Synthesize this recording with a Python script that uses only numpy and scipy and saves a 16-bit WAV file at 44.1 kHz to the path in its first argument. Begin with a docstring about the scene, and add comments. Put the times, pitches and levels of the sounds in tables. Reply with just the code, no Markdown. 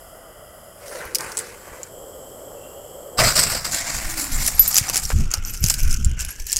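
"""A firework fuse, outdoors at night, spits, flares up and burns: filtered noise and random grains in surges.
The jet lighter that lights it is noise through nozzle resonances; sparks snap as damped rings and cracks.
The listener backs away over grass: the fire turns hollow and fades, air buffets the microphone as low noise,
puffs and steps thud as short low pulses, dull knocks are noise bursts, small metal clinks as decaying modes."""
import sys
import numpy as np
from scipy import signal
from scipy.fft import rfft, irfft
from scipy.io import wavfile
from scipy.ndimage import uniform_filter1d, map_coordinates

SR = 44100
rng = np.random.default_rng(int(sys.argv[2]) if len(sys.argv) > 2 else 0)


def to_wav(s):
    """Save 16-bit WAV."""
    ch = np.atleast_2d(s).T  # columns
    pcm = np.round(np.clip(ch, -1, 1) * 32767)  # PCM
    wavfile.write(sys.argv[1], SR, pcm.astype(np.int16))


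N = 290751
TIME = np.arange(N) / SR
FREQS = np.fft.rfftfreq(N, 1 / SR)
# Stages of the fuse, of the walk and of the stray sparks: start and end in seconds.
SPIT_S, FLARE_S, BURN_S = (.82, 1.87), (3.17, 3.69), (3.69, 6.6)
WALK_S, STRAY_S = (3.25, 6.25), (4.65, 6.59)


def amp(db):
    """Decibels to gain."""
    return 10 ** (np.asarray(db) / 20)


def unit(x):
    """Scales to rms 1."""
    return x / np.sqrt(np.mean(x ** 2) + 1e-20)


def decay(t, t60_s):
    """Exponential decay by 60 dB in t60_s."""
    return np.exp(-np.log(1000) * t / t60_s)


def colour(points):
    """Gain of a spectrum drawn in dB on a log-frequency axis."""
    hz, db = np.transpose(points)
    return amp(np.interp(np.log(FREQS + 1), np.log(hz + 1), db))


def curves(rows):
    """Each column of a table as a curve in time."""
    s, *columns = np.transpose(rows)
    return [np.interp(TIME, s, column) for column in columns]


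def within(span_s, fade_s):
    """One from the start to the end of a span, fading to zero outside it."""
    ramp = np.minimum(TIME - span_s[0], span_s[1] - TIME) / fade_s + 1
    return np.clip(ramp, 0, 1) ** 2


def during(rows, fade_s):
    """One over the span of a table, fading to zero outside it."""
    return within((rows[0][0], rows[-1][0]), fade_s)


def shaped(x, gain):
    """Filters by a gain per frequency."""
    return irfft(rfft(x) * gain, N)


def halves(x, split_hz, low_band_hz, high_band_hz):
    """Splits a sound in two parts, each scaled to rms 1 within its own band."""
    share = 1 / (1 + (FREQS / split_hz) ** 8)
    parts = []
    for gain, (lo, hi) in ((share, low_band_hz), (1 - share, high_band_hz)):
        part = shaped(x, gain)
        in_band = shaped(x, (FREQS > lo) & (FREQS < hi))
        parts.append(part / np.std(in_band))
    return parts


def waver(corner_hz):
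    """Random motion of rms 1, low-passed with a Gaussian."""
    return unit(shaped(rng.standard_normal(N), np.exp(-(FREQS / corner_hz) ** 2)))


def add(mix, s, sound):
    """Mixes a sound in at a time."""
    part = mix[round(s * SR):][:len(sound)]
    part += sound[:len(part)]


def gusts(rows, attack_s, fall_db_per_s, span_s=(0, np.inf)):
    """Gusts starting within a span rise, hold and die away; gives the gain of their low and high part."""
    power = np.zeros((2, N))
    t = np.arange(SR) / SR
    for s, length_s, *levels_db in rows:
        if span_s[0] <= s < span_s[1]:
            shape = np.minimum(t / attack_s, 1) * amp(-fall_db_per_s * np.maximum(t - length_s, 0))
            for part, db in zip(power, levels_db):
                add(part, s, (amp(db) * shape) ** 2)
    return np.sqrt(power)


def resonate(x, hz, width_hz):
    """Two passes of a resonance that follows the curve hz; width_hz is that of one pass."""
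    turn = np.exp(2j * np.pi * np.cumsum(hz) / SR)
    r = np.exp(-np.pi * width_hz / SR)
    for _ in range(2):
        x = turn * signal.lfilter([1 - r], [1, -r], x / turn)
    return unit(x.real)


def airy_tone(rows, width_hz):
    """Noise sounds one narrow resonance that slides in pitch."""
    hz, db = curves(rows)
    return during(rows, fade_s=0.046) * amp(db) * resonate(rng.standard_normal(N), hz, width_hz)


# Still air. Each point: frequency in Hz, relative gain in dB.
NIGHT_COLOUR = [(12, -35), (20, 3.5), (48, 4), (107, 0), (258, -7.5), (400, -7.5), (520, -13.5),
                (880, -120)]


def night_air(level_db=-51.5):
    """Still night air: steady low noise."""
    return amp(level_db) * unit(shaped(rng.standard_normal(N), colour(NIGHT_COLOUR)))


# Lighter jet, one list per try. Each row: time in seconds, roar and nozzle whistle in relative dB.
JET_LEVELS = [
    [(0, -43, -51.5), (.3, -41, -54.5), (.6, -42.5, -53), (.84, -44, -53.5)],
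    [(1.6, -47.5, -49), (1.8, -40, -50), (1.87, -45.5, -52), (1.93, -38.5, -47), (2.3, -37.5, -46.5),
     (2.56, -36.5, -47), (2.9, -38.5, -46.5), (3.16, -36.5, -47)],
]
# Jet resonances per try. Each row: frequency in Hz, nominal width in Hz, relative level in dB.
FIRST_TRY_MODES = [(200, 390, -29), (620, 265, -1), (1275, 540, -10), (1960, 190, -13.5), (3160, 700, -11),
                   (5050, 540, -11), (7630, 2100, -11.5), (10030, 1700, -8.5), (12750, 1200, -8.5),
                   (15500, 2500, -23)]
SECOND_TRY_MODES = [(200, 500, -30), (539, 250, 9), (1190, 440, -7.5), (1920, 240, -21), (3165, 350, -11.5),
                    (5200, 980, -22), (7710, 930, -8.5), (10360, 1200, -16.5), (13060, 1300, -13)]
# Jet cancels against its echo from the wood. Each row: centre in Hz, 1/e half-width in Hz, gain in dB.
JET_DIPS = [(2500, 230, -5), (3700, 310, -8.5)]


def jet(rows, modes, fade_s, roar_db, whistle_db, skirt):
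    """Turbulent gas sounds the resonances of the lighter's nozzle."""
    power, dips_db = 0, 0
    for hz, width_hz, db in modes:
        power = power + amp(db) ** 2 / (1 + ((FREQS - hz) / (0.43 * width_hz)) ** 2) ** skirt
    for hz, width_hz, db in JET_DIPS:
        dips_db = dips_db + db * np.exp(-((FREQS - hz) / width_hz) ** 2)
    gas = shaped(rng.standard_normal(N), np.sqrt(power) * amp(dips_db))
    roar, whistle = halves(gas, 2500, (300, 900), (6500, 15000))
    low_db, high_db = curves(rows)
    sound = amp(low_db + roar_db) * roar + amp(high_db + whistle_db) * whistle
    return during(rows, fade_s) * sound


def powder(grains_per_s, spread_db, grain_db, sputter_db):
    """Burning powder: a sputtering rush of gas with countless tiny bursts of uneven size."""
    sizes = amp(spread_db * np.minimum(rng.exponential(1, N), 4)) * rng.choice([-1, 1], N)
    bursts = sizes * (rng.random(N) < grains_per_s / SR)
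    gas = rng.standard_normal(N)
    return (gas + amp(grain_db) * unit(bursts)) * amp(sputter_db * waver(corner_hz=140))


def reflections(x, strength, nearest_s, farthest_s, drift, count=6):
    """Echoes from the boards and the ground comb the hiss; the combs slide as their delays sway."""
    out = x.copy()
    for k, lag_s in enumerate(np.geomspace(nearest_s, farthest_s, count)):
        sway = np.sin(2 * np.pi * (rng.uniform(.2, .6) * TIME + rng.random()))
        position = (TIME - lag_s * (1 + drift * sway)) * SR
        out += (-1) ** k * strength * map_coordinates(x, [position], order=3)
    return out


def flicker(x, patchy_db, size=256):
    """The flame's colour shifts from moment to moment, in patches some hundreds of hertz wide."""
    overlap = size * 3 // 4
    z = signal.stft(x, nperseg=size, noverlap=overlap)[2]
    patches = uniform_filter1d(rng.standard_normal(z.shape), size=5, axis=0)
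    patches = uniform_filter1d(patches, size=22, axis=1)
    return signal.istft(z * amp(patchy_db * unit(patches)), nperseg=size, noverlap=overlap)[1][:N]


# Surges of burning powder. Each row: start in seconds, hold in seconds, rush and fizz in relative dB.
SURGES = [(.85, 0.13, -64, -42), (.905, 0.16, -38.5, -47), (.995, 0.013, -35.5, -56),
          (1.185, 0.11, -34.5, -39.5), (1.36, 0.067, -39, -40), (1.45, .06, -46, -49.5),
          (1.66, 0.033, -44, -55), (3.18, 0.03, -17.5, -16), (3.227, 0.072, -24, -18.5),
          (3.348, 0.034, -26, -16), (3.38, 0.018, -24, -13.5), (3.424, 0.011, -25.5, -16.5),
          (3.455, 0.0098, -26.5, -21.5), (3.49, 0.036, -29, -21.5), (3.542, 0.013, -26.5, -22.5),
          (3.641, 0.008, -28, -20), (3.705, 0.098, -34, -27), (3.935, 0.026, -41, -31),
          (4.025, 0.011, -49, -35), (4.09, 0.021, -35.5, -31.5), (4.165, 0.079, -40, -31),
          (4.31, 0.044, -50, -30.5), (4.39, .11, -38.5, -29), (4.705, 0.094, -39, -28.5),
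          (4.925, 0.054, -37.5, -26.5), (5.025, 0.018, -53, -28), (5.303, 0.042, -37.5, -35.5),
          (5.452, 0.047, -46, -38), (5.533, 0.01, -41.5, -31), (5.622, 0.11, -41.5, -29.5),
          (5.818, 0.023, -51, -38), (5.9, 0.043, -46, -31), (6.188, 0.021, -39, -28.5),
          (6.28, 0.02, -50, -38), (6.39, .02, -64, -42), (6.463, .125, -44, -33)]


def spit_strength(rush_db=-48, fizz_db=-52):
    """Rush and fizz gain of the spit: soft surges over a smoulder."""
    low, high = gusts(SURGES, attack_s=0.013, fall_db_per_s=129, span_s=SPIT_S)
    smoulder = within(SPIT_S, fade_s=0.089)
    return np.hypot(low, amp(rush_db) * smoulder), np.hypot(high, amp(fizz_db) * smoulder)


# Each point: frequency in Hz, relative gain in dB.
SPIT_COLOUR = [(59, -26.5), (100, -13), (153, -9), (233, -12.5), (265, -17), (342, -4.5), (593, -9),
               (748, -5.5), (1600, -4), (2200, -7.5), (3370, -15), (4530, -8), (8370, -5), (9910, -5.5),
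               (15800, -19)]


def spit(rush_db=-2.0):
    """The tip of the fuse catches for a moment and dies."""
    fire = powder(grains_per_s=1200, spread_db=4.5, grain_db=-4.0, sputter_db=1.0)
    fire = shaped(fire, colour(SPIT_COLOUR))
    fire = reflections(fire, strength=0.11, nearest_s=0.00185, farthest_s=.007, drift=0.111)
    rush, fizz = halves(fire, 3000, (900, 2600), (4000, 15000))
    low, high = spit_strength()
    return amp(rush_db) * low * rush + high * fizz


# Hollow puff of the spit. Each row: time in seconds, pitch in Hz, level in dB.
PUFF = [(.82, 560, -46), (.92, 536, -37), (1.0, 554, -35.5), (1.08, 474, -51), (1.14, 450, -39.5),
        (1.3, 490, -45), (1.47, 477, -42.5), (1.6, 490, -50)]


def puff():
    """The spit's gas sounds a hollow, sliding resonance."""
    return airy_tone(PUFF, width_hz=163)


# Snaps, loud and faint, of sparks or things knocking in the hand.
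# Each row: start in seconds, relative level in dB, pitch in Hz, noisiness from 0 to 1.
SNAPS = [(1.054, -26, 11800, 0), (1.148, -7.5, 7300, 0.92), (1.152, -8.5, 9100, 0.5),
         (1.1555, -6, 5880, .9), (1.185, -15, 8900, .7), (1.2079, -18.5, 6850, 0.56),
         (1.319, -21.5, 8200, 0.93), (1.371, -11.5, 7840, 0.34), (1.3774, -13, 7700, 0.1),
         (1.3883, -15.5, 7700, 0.3), (1.392, -13.5, 8600, 0.05), (1.832, -19.5, 7000, 0.1),
         (3.437, -13, 6700, .8), (4.4621, -9, 7460, 0.7), (4.4654, -7, 11400, 0.65), (4.477, -6, 9200, 0.1),
         (4.4812, -7, 8600, .85), (4.713, -13, 10500, 0.6), (4.744, -4, 11800, 0.3), (4.757, -4, 6100, 0.7),
         (4.7668, 0, 6100, 0.7), (4.777, -0.5, 7040, 0.6), (4.7826, 4, 6050, 0.86), (4.89, -13, 5900, .3),
         (4.898, -8, 6400, .9), (4.946, -17, 5600, 0.6), (4.958, -6, 6940, 0.75),
         (4.9682, -4.5, 9100, 0.97), (4.976, -6, 7800, 0.5), (5.315, -13.5, 6760, 0.04),
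         (5.3382, -6.5, 6570, 0.47), (5.3404, -11.5, 4860, 0.36), (5.45, -19, 5860, 0.1),
         (5.5374, -22, 7800, 0.5), (5.6403, -5, 6000, 0.77), (5.662, -12, 6100, 0.2),
         (5.6995, -3, 7600, 0.5), (5.7028, -3, 8800, 1), (5.7407, -5.5, 6260, 1),
         (5.9115, -16.5, 5100, 0.6), (5.9438, -20, 6000, .6), (6.0467, -11.5, 7330, 0),
         (6.192, -21, 7200, 0.05), (6.207, -12.5, 7200, 0.5), (6.2491, -15, 10800, .6),
         (6.4684, -15.5, 11700, 0.5), (6.519, -12, 10000, .95), (6.5287, -4.5, 7600, 0.34),
         (6.561, -10, 6500, .7), (6.5676, -5, 6600, 0.34)]
SCATTER_MEAN_GAP_S, SCATTER_DROP_DB = .0055, 12.5
STRAY_PER_S, STRAY_OVER_FIZZ_DB, STRAY_SPREAD_DB = 22, 13.5, 1
STRAY_HZ, DETUNE_OCTAVES, STRAY_NOISINESS = 6530, 0.22, 0.35


def sparks(scatter_count=2, slots=200):
    """Typed snaps, the weaker ones they scatter, and strays at jittered times that follow the fizz level."""
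    rows = list(SNAPS)
    for (s, db, hz, noisy), draws in zip(SNAPS, rng.random((len(SNAPS), scatter_count, 2))):
        for gap, tune in draws:
            s += SCATTER_MEAN_GAP_S * (.5 + gap)
            db -= SCATTER_DROP_DB
            rows.append((s, db, hz * 2 ** (DETUNE_OCTAVES * (2 * tune - 1)), noisy))
    fizz = burn_strength()[1]
    times = STRAY_S[0] + (np.arange(slots) + rng.random(slots)) / STRAY_PER_S
    for s, (loud, tune) in zip(times[times < STRAY_S[1]], rng.standard_normal((slots, 2))):
        fizz_db = 20 * np.log10(np.interp(s, TIME, fizz) + 1e-9)
        db = fizz_db + STRAY_OVER_FIZZ_DB + STRAY_SPREAD_DB * loud
        rows.append((s, db, STRAY_HZ * 2 ** (DETUNE_OCTAVES * tune), STRAY_NOISINESS))
    return rows


# Each point: frequency in Hz, relative gain in dB.
SNAP_COLOUR = [(1000, -19.5), (2500, -5), (3800, -5.5), (5000, 5.5), (8000, 0), (11000, 0), (15800, -8)]


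def snaps(level_db=3, ring_t60_s=0.0073, rise_s=0.00027, tail_db=-19, tail_t60_s=0.057, overtone=0.51, echo=0.15):
    """Each snap is a brief damped ring and a noisy crack, with a noise tail and a ground echo."""
    out, t = np.zeros(N), np.arange(2048) / SR
    for s, db, hz, noisy in sparks():
        crack, scatter = rng.standard_normal((2, len(t)))
        upper_hz = hz * rng.uniform(1.026, 1.36)
        tone = unit(np.sin(2 * np.pi * hz * t) - overtone * np.sin(2 * np.pi * upper_hz * t))
        hit = (np.sqrt(1 - noisy) * tone + np.sqrt(noisy) * crack) * decay(t, ring_t60_s)
        hit += amp(tail_db) * scatter * decay(t, tail_t60_s)
        hit *= amp(db + level_db) * (1 - np.exp(-t / rise_s))
        add(out, s, hit)
        add(out, s + rng.uniform(0.003731, 0.004018), echo * hit)
    return shaped(out, colour(SNAP_COLOUR))


# Low soft thuds: puffs of the spitting fuse, then steps on grass.
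# Each row: start in seconds, level in dB, pitch in Hz.
THUDS = [(1.056, -33, 70), (1.264, -45, 92), (1.716, -39, 51), (4.811, -19, 101), (5.125, -16, 50),
         (5.157, -15, 74), (5.616, -15.5, 59), (5.639, -11, 118), (6.062, -8, 70.5)]


def thuds(cycles=0.4):
    """A thud is a soft push, strongest after a fraction of a cycle, that dies within a cycle or two."""
    out, t = np.zeros(N), np.arange(SR // 5) / SR
    for s, db, hz in THUDS:
        u = t * hz / cycles
        add(out, s, amp(db) * u * np.exp(1 - u) * np.sin(2 * np.pi * hz * t))
    return out


# Jet whistles briefly as it is aimed anew. Each row: time in seconds, pitch in Hz, level in dB.
WHISTLE = [(2.58, 2720, -63), (2.66, 2770, -54), (2.78, 2870, -61), (2.92, 3000, -63)]


def aiming_whistle():
    """The jet's gas sounds a narrow, rising resonance."""
    return airy_tone(WHISTLE, width_hz=160)


# Swings of the microphone. 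Each row: start in seconds, hold in seconds, depth and flutter in relative dB.
BUFFET = [(3.18, 0.084, -42, -24.5), (3.36, .11, -44, -34), (3.925, 0.031, -25.5, -36),
          (4.015, 0.048, -28.5, -52), (4.295, 0.12, -24, -33.5), (4.51, .12, -30, -44),
          (5.02, 0.028, -24, -38), (5.115, 0.11, -15.5, -23), (5.36, 0.035, -22, -58),
          (5.45, 0.11, -35, -43), (5.6, 0.048, -20, -29.5), (5.68, 0.13, -30.5, -39.5),
          (5.805, 0.11, -18, -31.5), (5.96, 0.17, -22, -32.5), (6.12, 0.14, -27, -67),
          (6.38, 0.055, -30.5, -56), (6.54, 0.056, -30.5, -48.5)]
# Each point: frequency in Hz, relative gain in dB.
BUFFET_COLOUR = [(8.8, -16), (15, 11), (35, 3.5), (122, -7.5), (176, -14.5), (233, -17.5), (282, -29),
                 (317, -26), (500, -41), (650, -64), (1100, -120)]


def buffet(flutter_db=-1, draught_depth_db=-40, draught_flutter_db=-44):
    """Air tumbles over the moving microphone: a light draught, and a gust with each swing."""
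    air = shaped(rng.standard_normal(N), colour(BUFFET_COLOUR))
    depth, flutter = halves(air, 90, (20, 90), (90, 250))
    low, high = gusts(BUFFET, attack_s=0.029, fall_db_per_s=220)
    moving = within(WALK_S, fade_s=0.15)
    low = np.hypot(low, amp(draught_depth_db) * moving)
    high = np.hypot(high, amp(draught_flutter_db) * moving)
    return low * depth + amp(flutter_db) * high * flutter


# Each point: frequency in Hz, relative gain in dB.
FLARE_COLOUR = [(40, 6), (120, -1.5), (300, -8.5), (630, 1), (900, -4), (1250, 1), (2200, -2), (3400, -11),
                (4950, 2.5), (6600, -9), (7700, 3), (10800, -16.5), (13000, -8.5), (15800, -20)]


def flare(fizz_db=-1.0, roar_db=-28, hiss_db=-23, fade_db_per_s=30):
    """The fuse takes fire: a few fierce gusts over a dying roar."""
    fire = powder(grains_per_s=2900, spread_db=1.5, grain_db=-11.0, sputter_db=2.0)
    fire = shaped(fire, colour(FLARE_COLOUR))
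    rush, fizz = halves(fire, 3200, (300, 2600), (4000, 15000))
    low, high = gusts(SURGES, attack_s=0.012, fall_db_per_s=333, span_s=FLARE_S)
    age_s = np.maximum(TIME - FLARE_S[0], 0)
    roar = np.minimum(age_s / 0.021, 1) * amp(-fade_db_per_s * age_s) * within(FLARE_S, fade_s=0.054)
    low = np.hypot(low, amp(roar_db) * roar)
    high = np.hypot(high, amp(hiss_db) * roar)
    return low * rush + amp(fizz_db) * high * fizz


# Hollow whoosh of ignition. Each row: time in seconds, pitch in Hz, level in dB.
WHOOSH = [(3.18, 705, -35), (3.205, 610, -23), (3.24, 620, -17), (3.3, 634, -39), (3.45, 630, -31)]


def whoosh():
    """Ignition sounds a hollow, sliding resonance."""
    return airy_tone(WHOOSH, width_hz=120)


# Steady flame between surges. Each row: time in seconds, rush, fizz and sizzle in relative dB.
BURN_LEVELS = [(3.6, -51, -41, -46), (3.7, -37, -38, -40), (3.85, -32.5, -28.5, -38), (4.12, -37, -36, -35),
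               (4.5, -36.5, -32.5, -34.5), (4.65, -40, -27.5, -35), (4.88, -34.5, -32.5, -38),
               (5.13, -46, -35.5, -40.5), (5.27, -44, -42.5, -61), (5.38, -42, -47, -59),
               (5.57, -49.5, -42, -48), (5.78, -39.5, -34.5, -40.5), (6.03, -45, -38.5, -55),
               (6.16, -45, -48.5, -66), (6.28, -40.5, -42, -50), (6.59, -62, -44, -56)]


def burn_strength(rush_db=-1, fizz_db=-2, sputter_corner_hz=23.9, sputter_rms_db=1.6):
    """Rush, fizz and sizzle gain: surges over a sputtering flame; the sizzle keeps step with the fizz."""
    low, high = gusts(SURGES, attack_s=0.01, fall_db_per_s=334, span_s=BURN_S)
    rush, fizz, sizzle = curves(BURN_LEVELS)
    alight = during(BURN_LEVELS, fade_s=0.12) * amp(sputter_rms_db * waver(sputter_corner_hz))
    low = np.hypot(low, amp(rush + rush_db) * alight)
    high = np.hypot(high, amp(fizz + fizz_db) * alight)
    return low, high, high * amp(sizzle - fizz)


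# Backing away. Each row: time in seconds, remoteness from 0 to 1, lower and upper hollow resonance in Hz.
RETREAT = [(3.7, 0, 1050, 2200), (5.0, 0.14, 1220, 2330), (5.3, 0.71, 1360, 2600), (5.55, 0.67, 1430, 2580),
           (5.75, 0.8, 1600, 2400), (5.92, 1, 1470, 2450), (6.02, 1, 1470, 3040), (6.25, 0.76, 1570, 2710),
           (6.59, 0.78, 1820, 2880)]
# Fire close by and far off. Each point: frequency in Hz, relative gain in dB.
NEAR_COLOUR = [(150, -13), (250, -1.5), (303, -6), (399, -14.5), (772, 2), (984, -5.5), (1660, 0.5),
               (2220, 1), (3040, -11.5), (4860, -5.5), (6520, -6), (7360, -1), (8460, -10.5),
               (14500, -22.5), (15800, -24)]
FAR_COLOUR = [(200, -3), (500, 1.5), (1000, -1.5), (1500, -7), (2200, 7), (3000, 6), (3900, -16),
              (5500, 2.5), (7500, 0), (9000, -7), (12500, -5.5), (15800, -18)]


def burn(fizz_db=-0.86, sizzle_db=0.5, lower_db=-3, upper_db=-5, plain_share=0.14):
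    """Steady burning; from farther off it turns sparse, crackly and hollow."""
    remote, lower_hz, upper_hz = curves(RETREAT)
    near = powder(grains_per_s=800, spread_db=3, grain_db=-4.5, sputter_db=2.0)
    near = unit(shaped(near, colour(NEAR_COLOUR)))
    far = powder(grains_per_s=200, spread_db=-1.0, grain_db=2, sputter_db=3.5)
    far = unit(shaped(far, colour(FAR_COLOUR)))
    fire = np.sqrt(1 - remote) * near + np.sqrt(remote) * far
    fire = reflections(fire, strength=0.12, nearest_s=.002, farthest_s=.009, drift=0.114)
    rush, treble = halves(fire, 3700, (700, 3300), (4000, 15000))
    fizz, sizzle = halves(treble, 9000, (4000, 9000), (9000, 15000))
    gas = rng.standard_normal(N)
    hollow = amp(lower_db) * resonate(gas, lower_hz, width_hz=260)
    hollow += amp(upper_db) * resonate(gas, upper_hz, width_hz=750)
    rush = np.sqrt(1 - remote + remote * plain_share) * rush + np.sqrt(remote) * hollow
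    low, high, top = burn_strength()
    return low * rush + amp(fizz_db) * high * fizz + amp(sizzle_db) * top * sizzle


# Faint tone during the retreat. Each row: time in seconds, pitch in Hz, level in dB.
SINKING = [(4.08, 327, -49), (4.14, 310, -45), (4.24, 298, -39.5), (4.31, 269, -42), (4.4, 242, -50),
           (4.45, 220, -56), (4.49, 210, -55)]


def sinking_tone():
    """A faint, hollow resonance of noise sinks in pitch."""
    return airy_tone(SINKING, width_hz=54)


# Dull knocks. Each row: start in seconds, level in dB.
KNOCKS = [(4.4824, -25), (4.767, -31), (4.897, -22.5), (4.958, -27), (5.1029, -20.5), (5.117, -25),
          (5.3382, -28.5), (5.7033, -25)]


def knocks(t60_s=0.041, low_hz=280, high_hz=2000):
    """A knock is a short, woody burst in the middle of the range."""
    out, t = np.zeros(N), np.arange(4096) / SR
    body = signal.butter(2, [low_hz, high_hz], "band", fs=SR, output="sos")
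    for s, db in KNOCKS:
        burst = unit(signal.sosfilt(body, rng.standard_normal(len(t))))
        add(out, s, amp(db) * burst * decay(t, t60_s))
    return out


# Clinks of small metal. Each row: start in seconds, level in dB, main pitch in Hz, main ring t60 in seconds.
CLINKS = [(4.5495, -23, 11640, .074), (4.5943, 1.5, 11970, 0.11), (4.677, -13.5, 9400, .05),
          (4.678, -10.5, 12000, 0.093), (4.678, -18, 14300, .1), (5.457, -34, 11950, 0.35),
          (5.459, -36, 13600, .2), (5.479, -28.5, 5950, 0.12), (5.506, -24, 11900, .045),
          (5.606, -25, 12000, 0.042), (5.83, -22, 12200, .034), (5.911, -25, 8300, .06),
          (5.9274, -22.5, 11200, 0.038), (6.285, -31.5, 8840, 0.082), (6.306, -24, 11300, 0.055)]
# Metal modes, rescaled to each clink's pitch and ring.
# Each row: reference frequency in Hz, relative level in dB, reference t60 in seconds.
METAL_MODES = [(4942, -32, .5), (6815, -28, .3), (9964, -36, .25), (11944, 0, .125), (14770, -25, .25)]


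def clinks(tick_db=-10, tick_t60_s=0.00052):
    """Small metal pieces, such as keys, knock together; each rings the same modes at its own pitch."""
    out, t = np.zeros(N), np.arange(SR // 2) / SR
    main_hz, _, main_t60_s = max(METAL_MODES, key=lambda mode: mode[1])
    for s, db, hz, ring_s in CLINKS:
        sound = amp(tick_db) * rng.standard_normal(len(t)) * decay(t, tick_t60_s)
        for mode_hz, mode_db, t60_s in METAL_MODES:
            tone = np.sin(2 * np.pi * mode_hz * hz / main_hz * t)
            sound += amp(mode_db) * tone * decay(t, t60_s * ring_s / main_t60_s)
        add(out, s, amp(db) * sound)
    return out


def scene():
    """Lighter, fuse and retreat over the still night air."""
    lighter = jet(JET_LEVELS[0], FIRST_TRY_MODES, fade_s=1.0, roar_db=-4.5, whistle_db=2.5, skirt=1.82)
    lighter += jet(JET_LEVELS[1], SECOND_TRY_MODES, fade_s=0.26, roar_db=-3.0, whistle_db=0.0, skirt=1.5)
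    lighter += aiming_whistle()
    fuse = flicker(spit() + flare() + burn(), patchy_db=1.95)
    fuse += snaps() + puff() + whoosh()
    low_thuds = thuds()
    retreat = buffet() + sinking_tone() + knocks() + clinks()
    return (night_air() + lighter + fuse + low_thuds + retreat)[None]


def record(dry, edge_hz=15850):
    """The loudest peaks overload; then the band limit."""
    clipped = np.clip(dry, -1, 1)
    low_pass = signal.firwin(401, edge_hz, window=("kaiser", 8), fs=SR)
    return signal.oaconvolve(clipped, low_pass[None], "same")


dry = scene()
out = record(dry)
to_wav(out)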